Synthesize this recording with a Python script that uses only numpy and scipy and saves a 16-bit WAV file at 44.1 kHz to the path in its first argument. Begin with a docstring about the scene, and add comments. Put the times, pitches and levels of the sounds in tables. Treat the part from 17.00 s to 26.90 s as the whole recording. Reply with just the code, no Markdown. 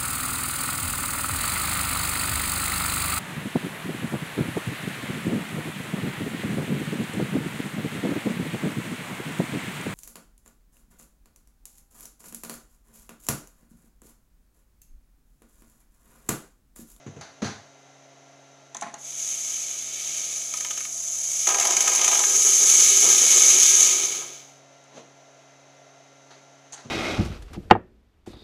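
"""Red-hot metal quenching on wet ice in a plastic bucket, heard close up in a small workshop.
After a few bumps on the bench, tongs click and knock the metal onto the ice. It sizzles, spits as steam
pockets burst, sinks into its meltwater and boils hard, then cools and falls quiet within a second.
A fan motor hums in the background; at the end something scuffs and the tongs clink on the bench.
The microphone is thin in the deep bass and bright in the treble."""
import sys
import numpy as np
from scipy import signal
from scipy.fft import rfft, irfft
from scipy.io import wavfile

SR = 44100
rng = np.random.default_rng(int(sys.argv[2]) if len(sys.argv) > 2 else 0)


def log_audio(samples):
    """Write samples as a 16-bit WAV file to the path given in sys.argv[1]."""
    # one column per channel
    frames = np.atleast_2d(samples).T
    # limit to full scale, then quantise
    limited = np.clip(frames, -1, 1)
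    pcm = np.round(limited * 32767).astype(np.int16)
    wavfile.write(sys.argv[1], SR, pcm)


N = 436590
TIME = np.arange(N) / SR
FFT_SIZE = 2 ** 14
HZ = np.maximum(np.arange(FFT_SIZE // 2 + 1) * SR / FFT_SIZE, 1)

# Levels in the tables are relative: each layer has its own gain and colour on top.
# the metal simmers, sinks, boils hard and cools: (t/s, sizzle level/dB, steam level/dB)
QUENCH = [(1.98, -50, -71), (2.06, -38.5, -50.5), (2.25, -31, -46.5), (2.55, -31.5, -45.5),
          (2.85, -34.5, -44), (3.2, -31.5, -41.5), (3.45, -32.5, -47.5), (3.82, -34.5, -48),
          (3.95, -32, -62), (4.35, -27.5, -47), (4.95, -25.5, -37), (5.35, -19, -38.5), (5.85, -16, -30.5),
          (6.84, -17, -29), (7.14, -32, -39.5), (7.4, -53.5, -53.5), (7.6, -68.5, -71)]
# air resonances and hollows of the bucket: (f/Hz, width/Hz, level/dB)
BUCKET_RESONANCES = [(381, 95, 9.5), (521, 36, 7), (710, 65, 6), (822, 78, 7), (990, 33, 9.5),
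                     (1256, 146, 16), (1530, 73, 4), (1620, 21, 15), (1795, 114, 8.5), (2187, 234, 9),
                     (2450, 450, 5.5), (2540, 226, -3.5), (3070, 166, 6.5), (3455, 35, 7), (3610, 30, 4),
                     (3880, 120, 5.5), (4795, 86, 8), (5200, 170, 4), (8890, 340, -5.5), (9130, 150, -5),
                     (9200, 100, -5.5), (9930, 400, 0.5), (11000, 200, 3), (14800, 170, 2.5)]
# meltwater floods the metal all at once and boils up round it for a moment
FLOOD_S, FLOOD_HOLD_S, FLOOD_RISE_S = 4.475, 0.73, 0.028


def from_db(db):
    """Decibels to gain."""
    return 10 ** (np.asarray(db) / 20)


def unit_power(x):
    """Scale to an rms of one."""
    return x / np.sqrt(np.mean(x ** 2) + 1e-20)


def envelope(rows, column):
    """Gain over time from one dB column; silent outside the rows."""
    rows = np.array(rows)
    return from_db(np.interp(TIME, rows[:, 0], rows[:, column], left=-np.inf, right=-np.inf))


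def swell(start, hold, rise, fall):
    """Gain that climbs 60 dB in rise seconds up to the start, holds, then drops 60 dB in fall seconds."""
    before = np.maximum(start - TIME, 0)
    after = np.clip(TIME - start - hold, 0, 3)
    return from_db(-60 * (before / rise + after / fall))


def drift(per_s):
    """A random wander of unit power that takes per_s new values a second."""
    return unit_power(np.interp(TIME * per_s, np.arange(N), rng.standard_normal(N)))


def response(spectrum, resonances=()):
    """Gain at every frequency: a smooth spectrum with resonance humps and dips on top."""
    hz, db = np.transpose(spectrum)
    humps = sum(top / (1 + (2 * (HZ - centre) / width) ** 2) for centre, width, top in resonances)
    return from_db(np.interp(np.log(HZ), np.log(hz), db) + humps)


def filtered(x, gain):
    """Minimum-phase filter, so that nothing sounds before its cause."""
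    half = FFT_SIZE // 2
    cepstrum = irfft(np.log(gain))
    cepstrum[1:half] *= 2
    cepstrum[half + 1:] = 0
    impulse = irfft(np.exp(rfft(cepstrum)))[:half]
    return signal.oaconvolve(x, impulse)[:N]


def coloured(x, spectrum, resonances=()):
    """Give a white excitation a colour and keep its power."""
    return filtered(x, unit_power(response(spectrum, resonances)))


def pops(per_s, spread_db):
    """Tiny bubble collapses, random in time and size; unit power."""
    sizes = from_db(spread_db * np.minimum(rng.exponential(1, N), 5)) * rng.choice([-1, 1], N)
    return unit_power(sizes * (rng.random(N) < per_s / SR))


def puffs(events, rise, t60):
    """A noise burst for each (t/s, level/dB), swelling quickly and dying away."""
    age = TIME[:SR // 2]
    shape = (1 - np.exp(-age / rise)) * from_db(-60 * age / t60)
    onsets = np.zeros(N)
    for t, db in events:
        onsets[round(t * SR)] = from_db(db) ** 2
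    power = signal.fftconvolve(onsets, (shape / shape.max()) ** 2)[:N]
    return np.sqrt(np.maximum(power, 0)) * rng.standard_normal(N)


def struck(blows, modes, vary_db):
    """Each blow rings every mode with a strength of its own."""
    out, age = np.zeros(N + SR), TIME[:SR // 4]
    hz, mode_db, t60 = np.transpose(modes)
    rings = np.sin(2 * np.pi * hz[:, None] * age) * from_db(-60 * age / t60[:, None])
    for t, db in blows:
        strengths = from_db(db + mode_db + vary_db * rng.standard_normal(len(hz)))
        signs = rng.choice([-1, 1], len(hz))
        start = round(t * SR)
        out[start:start + len(age)] += (strengths * signs) @ rings
    return out[:N]


def fan_motor():
    """Background of the workshop: a motor hums, wavering slightly, over its own air noise."""
    partials = [(137.5, -59.5), (275, -63), (412.5, -70), (550, -68.5), (687, -64), (1373, -71.5),
                (2057, -74), (3838, -79)]  # motor hum: (f/Hz, level/dB)
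    air_colour = [(25, -30), (70, -20), (110, -10), (200, -11), (380, -5), (480, -5), (660, 3), (820, -5),
                  (1100, -11), (2000, -14.5), (4000, -21), (5300, -25), (6500, -37), (10000, -40),
                  (15000, -32)]  # moving air: (f/Hz, level/dB)
    clock = TIME + 0.000194 * drift(5)  # timing wobble: the upper partials waver most
    hum = np.zeros(N)
    for hz, db in partials:
        amplitude = np.sqrt(2) * from_db(db + 0.8 * drift(5.9))
        hum += amplitude * np.sin(2 * np.pi * (hz * clock + rng.random()))
    return hum + from_db(-56.5) * coloured(rng.standard_normal(N), air_colour)


def bench_bumps():
    """The wooden bench thuds under the tools and loose things rattle on it."""
    bumps = [(0.063, -27.5), (0.163, -31), (0.419, -17.5), (0.433, -20.5), (9.848, -32)]  # dull blows on the bench: (t/s, level/dB)
    rattles = [(0.21, -29.5), (0.42, -24), (0.444, -21), (0.46, -27.5), (9.306, -36.5), (9.726, -33.5),
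               (9.774, -35.5)]  # tools jolted: (t/s, level/dB)
    wood_colour = [(30, -43), (60, -17), (100, 3.5), (165, -0.5), (240, -5), (430, -10), (700, -22.5),
                   (3000, -39), (10000, -65)]  # thudding wood: (f/Hz, level/dB)
    tool_colour = [(40, -42), (80, -17), (400, 9.5), (550, 0), (800, 11), (1100, 3.5), (1600, 5),
                   (3000, -8), (4500, -1), (6500, -26), (15000, -29)]  # rattling tools: (f/Hz, level/dB)
    thumps = from_db(-5) * puffs(bumps, rise=0.0016, t60=0.19)
    clatter = from_db(-15) * puffs(rattles, rise=0.00018, t60=0.4)
    return coloured(thumps, wood_colour) + coloured(clatter, tool_colour)


def tongs():
    """Gripping jaws click without ringing; laid down, the steel rings freely."""
    grips = [(0.2113, -35), (1.7462, -24), (1.7677, -25), (1.811, -22.5), (1.8234, -26), (1.941, -27.5),
             (7.8386, -47)]  # jaws meet the metal: (t/s, level/dB)
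    clinks = [(9.722, -41), (9.729, -40.5), (9.736, -38), (9.742, -41)]  # tongs meet the bench: (t/s, level/dB)
    steel_modes = [(5800, -11, .06), (7020, -6, .1), (7400, -9, .1), (8350, 0, .12), (10100, -12, .09),
                   (10800, -15, .07)]  # ringing of the tongs: (f/Hz, level/dB, t60/s)
    click_colour = [(100, -45), (1500, -6), (3500, 4), (5500, -5), (7500, -3), (10000, -5), (12500, -13),
                    (15500, -14)]  # steel making contact: (f/Hz, level/dB)
    clicks = from_db(-19.5) * puffs(grips, rise=0.00039, t60=0.019)
    touch = from_db(-14.5) * puffs(clinks, rise=0.003, t60=0.032)
    ring = from_db(-24) * struck(clinks, steel_modes, vary_db=1.5)
    return coloured(clicks + touch, click_colour) + ring


def ice_knocks():
    """The metal lands on the ice, which crunches, and the bucket rings hollow."""
    knocks = [(1.748, -28), (1.821, -20.5), (1.863, -27.5), (1.939, -28.5)]  # metal meets ice: (t/s, level/dB)
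    bucket_modes = [(690, -1.5, 0.1), (840, -2, 0.096), (1000, -9, 0.091), (1070, -8, 0.079),
                    (1160, -9.5, 0.094), (1370, -18, 0.11), (1873, -14, 0.084)]  # ringing of the bucket: (f/Hz, level/dB, t60/s)
    crunch_colour = [(40, -40), (80, -11), (220, 4), (520, -13), (800, -4), (1200, -6), (2000, -7),
                     (3000, -21), (4500, -21), (6500, -47), (15000, -40)]  # knocked ice: (f/Hz, level/dB)
    crunch = from_db(-17) * puffs(knocks, rise=0.0019, t60=0.2)
    ring = from_db(-9) * struck(knocks, bucket_modes, vary_db=1.5)
    return coloured(crunch, crunch_colour) + ring


def sizzle(pockets):
    """Microbubbles collapse on the hot face and steam rushes off, fluttering together; pockets burst."""
    sizzle_colour = [(30, -46), (150, -16), (500, -16), (1600, -17), (3000, -5.5), (5000, -2.5), (6500, -1),
                     (10000, -1.5), (15500, 2.5)]  # microbubbles and bursts: (f/Hz, level/dB)
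    steam_colour = [(30, -45), (150, -8.5), (400, -7), (700, -17.5), (1000, -17.5), (1900, -12), (2300, -3),
                    (3300, -0.5), (4500, -2), (6400, -13.5), (10000, -18), (15000, -2.5)]  # rushing steam: (f/Hz, level/dB)
    flutter = from_db(1.38 * drift(300) + 0.4 * drift(16))
    fizz = from_db(-12) * envelope(QUENCH, column=1) * flutter * pops(per_s=16000, spread_db=1.5)
    bursts = from_db(-18) * puffs([(t, db) for t, db, _ in pockets], rise=0.0014, t60=0.029)
    steam = from_db(-1) * envelope(QUENCH, column=2) * flutter * pops(per_s=14000, spread_db=3.5)
    return (coloured(fizz + bursts, sizzle_colour, BUCKET_RESONANCES)
            + coloured(steam, steam_colour, BUCKET_RESONANCES))


def steam_pockets(small_count):
    """When steam pockets burst and how hard: the loud ones, plus small ones scattered through the flood."""
    loud = [(3.538, -21, -24), (3.57, -18, -40), (3.606, -21, -28), (3.647, -22, -22),
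            (3.707, -19.5, -22.5), (3.775, -21, -24), (3.805, -24, -28), (3.851, -28, -27.5),
            (4.471, -11, -17.5), (4.487, -12.5, -18.5), (4.598, -10, -18.5), (4.625, -28, -17.5),
            (4.706, -14, -19.5), (4.766, -10, -21), (4.805, -8.5, -15), (4.877, -15, -16),
            (4.949, -11.5, -39), (5.044, -12, -13), (5.078, -9.5, -14), (5.237, -21, -17.5)]  # pockets that burst and throw drops: (t/s, burst level/dB, spit level/dB)
    times = FLOOD_S + FLOOD_HOLD_S * (np.arange(small_count) + rng.random(small_count)) / small_count
    levels_db = rng.normal([-18, -24], 4.4, (small_count, 2))  # burst, spit
    return np.vstack([loud, np.column_stack([times, levels_db])])


def spitting(pockets):
    """Each bursting steam pocket throws drops."""
    spit_colour = [(100, -16), (600, -9), (1200, -9), (1800, -9), (2800, -4), (5000, -12.5), (6500, -19),
                   (10000, -21), (15000, -7.5)]  # spitting drops: (f/Hz, level/dB)
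    spits = from_db(-8.5) * puffs([(t, db) for t, _, db in pockets], rise=0.00029, t60=0.039)
    return coloured(spits, spit_colour, BUCKET_RESONANCES)


def boiling():
    """Meltwater floods the metal with a splash and boils up in a sputter."""
    boil_colour = [(60, -53), (250, -14.5), (450, -0.5), (750, 9), (1050, 3.5), (1350, -7.5), (1700, -10),
                   (3000, -4.5), (6000, -12), (15000, -46)]  # boiling water: (f/Hz, level/dB)
    flood = from_db(-36.5) * swell(FLOOD_S, hold=FLOOD_HOLD_S, rise=FLOOD_RISE_S, fall=0.38)
    splash = from_db(-31.5) * swell(FLOOD_S, hold=0, rise=FLOOD_RISE_S, fall=0.1)
    boil = (flood + splash) * from_db(1.7 * drift(110)) * pops(per_s=900, spread_db=2)
    return coloured(boil, boil_colour, BUCKET_RESONANCES)


def gurgling():
    """From the flood on, large bubbles gurgle under the metal, following a share of the sizzle's swing."""
    heaves = [(6.09, -38.5), (6.36, -41.5), (6.86, -42)]  # the biggest bubbles heave up: (t/s, level/dB)
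    gurgle_colour = [(40, -38), (130, -9), (240, -10), (330, -3.5), (430, -2.5), (560, -9), (900, -13.5),
                     (3000, -26)]  # deep bubbling: (f/Hz, level/dB)
    sizzle_gain = envelope(QUENCH, column=1)
    vigour = (sizzle_gain / sizzle_gain.max()) ** 0.24
    bubbling = from_db(-40.5) * vigour * swell(FLOOD_S, hold=2.784, rise=FLOOD_RISE_S, fall=0.68)
    glugs = sum(from_db(db) * swell(t, hold=0, rise=0.31, fall=0.57) for t, db in heaves)
    gurgle = (bubbling + glugs) * from_db(2.1 * drift(30)) * pops(per_s=500, spread_db=-1.5)
    return coloured(gurgle, gurgle_colour, BUCKET_RESONANCES)


def bench_scuff():
    """Something scuffs softly across the bench, swelling and fading."""
    scuff_colour = [(60, -28), (200, 6), (500, 4), (800, -1), (1500, -14), (4000, -16.5), (6500, -35.5),
                    (15000, -44)]  # rubbing on wood: (f/Hz, level/dB)
    scuff = from_db(-41.5) * swell(7.98, hold=0, rise=0.21, fall=0.2) * rng.standard_normal(N)
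    return coloured(scuff, scuff_colour)


def in_bucket(x):
    """The narrow walls throw back mostly treble, which ripples the hiss."""
    echoes = [(.0009, -41), (.0017, -19), (.0027, -19), (.0041, -12.5), (.0062, -17.5)]  # off the bucket's walls: (delay/s, level/dB)
    treble = np.diff(x, prepend=0)
    return x + sum(from_db(db) * np.interp(TIME - delay, TIME, treble, left=0) for delay, db in echoes)


def in_room(x, t60, wet_db):
    """Dense reflections from the room follow the direct sound and die away."""
    age = TIME[:SR // 2]
    tail = rng.standard_normal(len(age)) * from_db(-60 * age / t60) * (age > 0.002)
    return x + from_db(wet_db) * signal.fftconvolve(x, tail / np.linalg.norm(tail))[:N]


def scene():
    """Bucket, tongs and bench up close, with the small room's short tail; the fan motor behind them."""
    pockets = steam_pockets(small_count=32)
    quench = in_bucket(sizzle(pockets) + spitting(pockets) + boiling() + gurgling())
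    near = quench + tongs() + ice_knocks() + bench_bumps() + bench_scuff()
    return (in_room(near, t60=0.41, wet_db=-8.5) + fan_motor())[None]


def record(dry):
    """One microphone: it drops the deep bass, its port rings near 6.4 kHz, and the top is cut."""
    microphone = [(30, -4.5), (100, -5.5), (5000, 6), (5750, 16.5), (6000, 25.5), (6450, 28), (6900, 23.5),
                  (7300, 17), (7520, 18), (8000, 10), (8800, 10), (10400, 9), (12000, -3), (12700, -2),
                  (13600, -10.5), (15300, -10)]  # frequency response: (f/Hz, level/dB)
    heard = filtered(dry[0], response(microphone))
    top_cut = signal.ellip(12, 0.1, 80, 15550, fs=SR, output="sos")  # low-pass at 15.55 kHz
    return signal.sosfilt(top_cut, heard)[None]


dry = scene()
out = record(dry)
log_audio(out)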